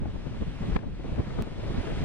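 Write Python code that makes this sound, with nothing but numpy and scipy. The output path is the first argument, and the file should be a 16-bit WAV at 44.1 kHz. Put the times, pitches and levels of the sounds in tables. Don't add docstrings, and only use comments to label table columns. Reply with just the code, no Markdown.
import sys
import numpy as np
from scipy import signal
from scipy.fft import rfft, irfft
from scipy.io import wavfile
from scipy.ndimage import uniform_filter1d

SR = 44100
rng = np.random.default_rng(int(sys.argv[2]) if len(sys.argv) > 2 else 0)


def wrap_up_sound(samples):
    columns = np.atleast_2d(samples).T
    tamed = np.clip(columns, -1, 1)
    steps = np.round(tamed * 32767).astype(np.int16)
    wavfile.write(sys.argv[1], SR, steps)


N = 90360


def amp(db):
    return 10 ** (np.asarray(db) / 20)


def unit_rms(x):
    return x / np.sqrt(np.mean(x ** 2, -1, keepdims=True) + 1e-20)


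def spectrum_db(points, hz):
    f, db = np.transpose(points)
    return np.interp(np.log(hz + 1), np.log(f + 1), db, left=db[0] - 20, right=-140)


def envelopes(table):
    times, *columns = np.transpose(table)
    return [np.interp(np.arange(N) / SR, times, column) for column in columns]


def port_gains(db, balance_db):
    return amp(np.array([db + balance_db / 2, db - balance_db / 2]))


def port_noise(spectrum, correlation):
    common, own = rng.standard_normal((2, N))
    pair = np.array([common, correlation * common + np.sqrt(1 - correlation ** 2) * own])
    gain = amp(spectrum_db(spectrum, np.fft.rfftfreq(N, 1 / SR)))
    return unit_rms(irfft(rfft(pair) * gain, N))


def steadied(x, amount=0.31, window_s=0.019):
    power = uniform_filter1d(x ** 2, round(window_s * SR))
    power = abs(uniform_filter1d(power, round(window_s * SR / 2)))
    return x / (power + 1e-9) ** (amount / 2)


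def eddy_swells(low_hz, top_hz):
    hz = np.fft.rfftfreq(N, 1 / SR)
    white = rfft(rng.standard_normal((2, N)))
    return unit_rms(irfft(white * (hz > low_hz) / (1 + (hz / top_hz) ** 4), N))


def buffeting():
    # (time [s], deep rumble [dB], upper rumble [dB], rumble left-right [dB],
    # roar [dB], roar left-right [dB])
    gusts = [(0.01, -36.5, -34.5, -1, -46.5, 2.5), (0.06, -33.5, -36.5, 5, -42, -1.5),
             (0.12, -40, -43, -1, -53.5, 7), (0.16, -37.5, -38, 7.5, -46, -6),
             (0.21, -46.5, -42, 3, -53, -2.5), (0.27, -39.5, -38, 2.5, -43.5, 5.5),
             (0.29, -42, -39.5, -2, -54, 2.5), (0.35, -43.5, -38, -3, -46.5, -1),
             (0.4, -34.5, -41, 4.0, -50.5, 2), (0.43, -30.5, -36.5, 0.5, -37, -2),
             (0.45, -41, -45, -2, -60, 1), (0.48, -33, -33, 4.5, -45.5, -3),
             (0.51, -40, -40, -3.5, -51.5, -1), (0.58, -42.5, -46, 10, -52.5, 0),
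             (0.61, -40.5, -35, 1.5, -48.5, 2), (0.64, -32, -37, -0.5, -39, -2.5),
             (0.68, -45, -30.5, 1, -45.5, -1), (0.71, -31, -32, 9.5, -48, -9),
             (0.77, -28.5, -41.5, -7, -36, 4.5), (0.78, -37.5, -46, 5, -49, 5),
             (0.8, -54, -38, 0, -51.5, 14.5), (0.83, -45, -40, -4, -48.5, 19),
             (0.85, -41, -46.5, 5, -48, -2), (0.87, -34.5, -33, 3.5, -46.5, -7.5),
             (0.97, -42, -44, 0, -62, 10), (1.0, -36.5, -39.5, 5.0, -45, 2),
             (1.04, -44, -40.5, -3.5, -51, 12), (1.07, -37, -34, -3, -42.5, 3.5),
             (1.15, -33.5, -41, 3, -44.5, 2.5), (1.2, -33, -29.5, -5, -36, 3),
             (1.23, -42, -44, -1, -47.5, -0.5), (1.27, -43, -36.5, 0.5, -44, -2),
             (1.37, -35, -42, -2.5, -44, 2.0), (1.4, -27.5, -32, -1, -36, 5.5),
             (1.44, -37, -44.5, 0.5, -48, 5), (1.48, -43.5, -40, 7, -44, 6),
             (1.53, -40, -43.5, 3.0, -50.5, 1), (1.63, -37, -41.5, -1, -41.5, 10),
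             (1.66, -39, -35, 4, -45.5, 4.5), (1.71, -27.5, -48, -5, -38, -3),
             (1.73, -39, -35, 0, -42, -8.5), (1.8, -34, -33.5, -5, -41.5, -1),
             (1.82, -41.5, -44.5, -3, -41.5, -8), (1.88, -40.5, -37.5, 6, -43.5, 7.5),
             (1.91, -36, -33.5, -4.5, -39, 5.5), (1.95, -29.5, -38, 4.0, -45, 3),
             (2.02, -38, -31.5, 0, -45, 6.5), (2.04, -34, -30, -1, -38, -2.5)]
    # (frequency [Hz], relative density [dB])
    deep_spectrum = [(8, -19), (14, -3.5), (37, -1), (70, -3), (95, -7), (140, -20.5), (250, -63)]
    upper_spectrum = [(40, -35), (70, -14.5), (100, -1.5), (170, -3.5), (260, -10), (400, -21.5),
                      (600, -36), (1000, -80)]
    roar_spectrum = [(120, -35), (220, -1.5), (300, -1), (500, -5), (800, -14.5), (1200, -21),
                     (2000, -34.5), (4000, -51)]
    deep_db, upper_db, rumble_balance, roar_db, roar_balance = envelopes(gusts)
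    swell_db = 2.5 * eddy_swells(low_hz=8, top_hz=42.7)
    deep = steadied(port_noise(deep_spectrum, correlation=0.36)) * amp(0.56 * swell_db)
    upper = steadied(port_noise(upper_spectrum, correlation=0.057)) * amp(swell_db)
    roar = port_noise(roar_spectrum, correlation=0.027) * amp(0.96 * swell_db)
    return (unit_rms(deep) * port_gains(deep_db + 2, rumble_balance)
            + unit_rms(upper) * port_gains(upper_db + 1, rumble_balance)
            + unit_rms(roar) * port_gains(roar_db + 2.5, roar_balance))


def far_rush(left_lead_s=.00009, patch_db=0.84, gain_db=16.5):
    # (time [s], relative level [dB])
    levels = [(0, -72.5), (.2, -69.5), (.42, -67.5), (.57, -67.5), (.63, -65), (.765, -63.5), (.778, -71.5),
              (.85, -74.5), (1.0, -71.5), (1.05, -68.5), (1.16, -67), (1.36, -66), (1.42, -64.5),
              (1.435, -67.5), (1.56, -67.5), (1.66, -64), (1.8, -61.5), (1.9, -61.5), (2.05, -59.5)]
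    # (frequency [Hz], relative density [dB])
    spectrum = [(290, -28), (500, -11), (550, -8.5), (1000, -12.5), (1100, -13), (1450, -13), (1900, -13),
                (3470, -17), (6410, -30), (9780, -38.5), (12200, -51), (13000, -79)]
    # (frequency [Hz], left-right [dB])
    balance = [(500, -0.5), (3000, 0.5), (5000, 2), (12000, 3.5)]
    # (frequency [Hz], correlation [0-1])
    coherence = [(500, 1), (1500, 0.94), (3000, 0.48), (6000, 0.53), (12000, 0.25)]
    frames, hz = N // 128 + 5, np.fft.rfftfreq(512, 1 / SR)
    common_re, common_im, own_re, own_im, patches = rng.standard_normal((frames, 257, 5)).T
    correlation = np.interp(hz, *np.transpose(coherence))[:, None]
    right = common_re + 1j * common_im
    left = correlation * right + np.sqrt(1 - correlation ** 2) * (own_re + 1j * own_im)
    left *= np.exp(2j * np.pi * hz * left_lead_s)[:, None]
    gains = port_gains(spectrum_db(spectrum, hz), np.interp(hz, *np.transpose(balance)))
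    spectra = np.array([left, right]) * gains[:, :, None]
    patches = uniform_filter1d(uniform_filter1d(patches, size=10, axis=0), size=12, axis=1)
    spectra *= amp(patch_db * patches / patches.std())
    hiss = signal.istft(spectra, nperseg=512, noverlap=384)[1][:, :N]
    return hiss / hiss.std() * amp(envelopes(levels)[0] + gain_db)


def thumps(half_width_cycles=0.39):
    # (time [s], envelope peak [dB], frequency [Hz], port [0 left, 1 right])
    eddies = [(0.019, -21.5, 140, 1), (0.057, -21, 190, 0), (0.272, -22, 130, 0), (0.423, -15, 184, 1),
              (0.424, -22.5, 258, 0), (0.476, -24.5, 130, 0), (0.613, -23.5, 138, 1),
              (0.619, -20.5, 133, 0), (0.698, -27, 130, 0), (0.699, -19, 140, 1), (0.733, -18, 120, 0),
              (0.76, -13, 180, 1), (0.764, -10, 307, 0), (1.123, -18.5, 127, 0), (1.196, -15, 128, 0),
              (1.203, -15, 206, 1), (1.388, -15, 148, 0), (1.398, -15.5, 120, 1), (1.416, -20.5, 120, 1),
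              (1.429, -22.5, 160, 0), (1.703, -18, 110, 0), (1.722, -20, 228, 1), (1.745, -19, 121, 1),
              (1.782, -13.5, 110, 0), (1.785, -18.2, 140, 1), (1.806, -18, 80, 1), (1.873, -26, 280, 0),
              (1.891, -25, 80, 0), (1.929, -24, 121, 1), (2.019, -18, 128, 1), (2.027, -18, 135, 0)]
    out, t = np.zeros((2, N)), np.arange(N) / SR
    for time_s, db, hz, port in eddies:
        cycles = (t - time_s) * hz
        envelope = amp(db) * np.exp(-(cycles / half_width_cycles) ** 2)
        out[port] += envelope * np.cos(2 * np.pi * cycles + rng.uniform(0, 2 * np.pi))
    return out


def flutters(size=2048):
    # (mid time [s], duration [s], level [dB], centre frequency [Hz], port [0 left, 1 right])
    bursts = [(0.058, .012, -32.5, 526, 0), (0.161, 0.017, -35.5, 590, 0), (0.273, 0.015, -42, 450, 0),
              (.345, 0.0065, -38, 550, 0), (.425, 0.019, -35.5, 350, 1), (.731, 0.0075, -37, 704, 0),
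              (0.75, 0.009, -40, 1300, 1), (0.765, 0.012, -23.5, 1600, 0), (0.792, .012, -41.5, 1500, 0),
              (.835, 0.0086, -44, 1000, 0), (1.161, 0.0077, -39.5, 1500, 0), (1.202, 0.014, -40.5, 1200, 0),
              (1.307, .008, -40, 1200, 0), (1.315, .006, -47, 1500, 0), (1.391, 0.011, -29, 596, 0),
              (1.409, 0.011, -36, 800, 0), (1.875, 0.011, -33, 790, 0)]
    # (frequency [multiple of the centre], relative density [dB])
    shape = [(.2, -12), (.55, 2), (1, -1), (1.5, -5), (2.4, -16), (4, -36), (6.5, -58)]
    out = np.zeros((2, N))
    t, hz = (np.arange(size) - size / 2) / SR, np.fft.rfftfreq(size, 1 / SR)
    for mid_s, duration_s, db, centre_hz, port in bursts:
        spectrum = [(ratio * centre_hz, level) for ratio, level in shape]
        burst = unit_rms(irfft(rfft(rng.standard_normal(size)) * amp(spectrum_db(spectrum, hz))))
        burst *= np.cos(np.pi * np.clip(t / duration_s, -.5, .5)) ** 2
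        mid_power = (burst ** 2).sum() / (duration_s * SR) * 8 / 3
        start = round(mid_s * SR) - size // 2
        out[port, start:start + size] += amp(db) * burst / np.sqrt(mid_power)
    return out


def tick(time_s=1.4233, settle_s=.003, left_db=-27, right_db=-21.5):
    t = np.arange(N) / SR - time_s
    jump = np.sign(t) * np.exp(-abs(t) / settle_s) / 2
    return amp([left_db, right_db])[:, None] * jump


def scene():
    return buffeting() + far_rush() + thumps() + flutters()


def record(dry, ceiling=.35, cutoff_hz=16350):
    saturated = ceiling * np.tanh(dry / ceiling)
    low_pass = signal.firwin(511, cutoff_hz, window=("kaiser", 9), fs=SR)
    return signal.oaconvolve(saturated + tick(), low_pass[None], "same")


dry = scene()
out = record(dry)
wrap_up_sound(out)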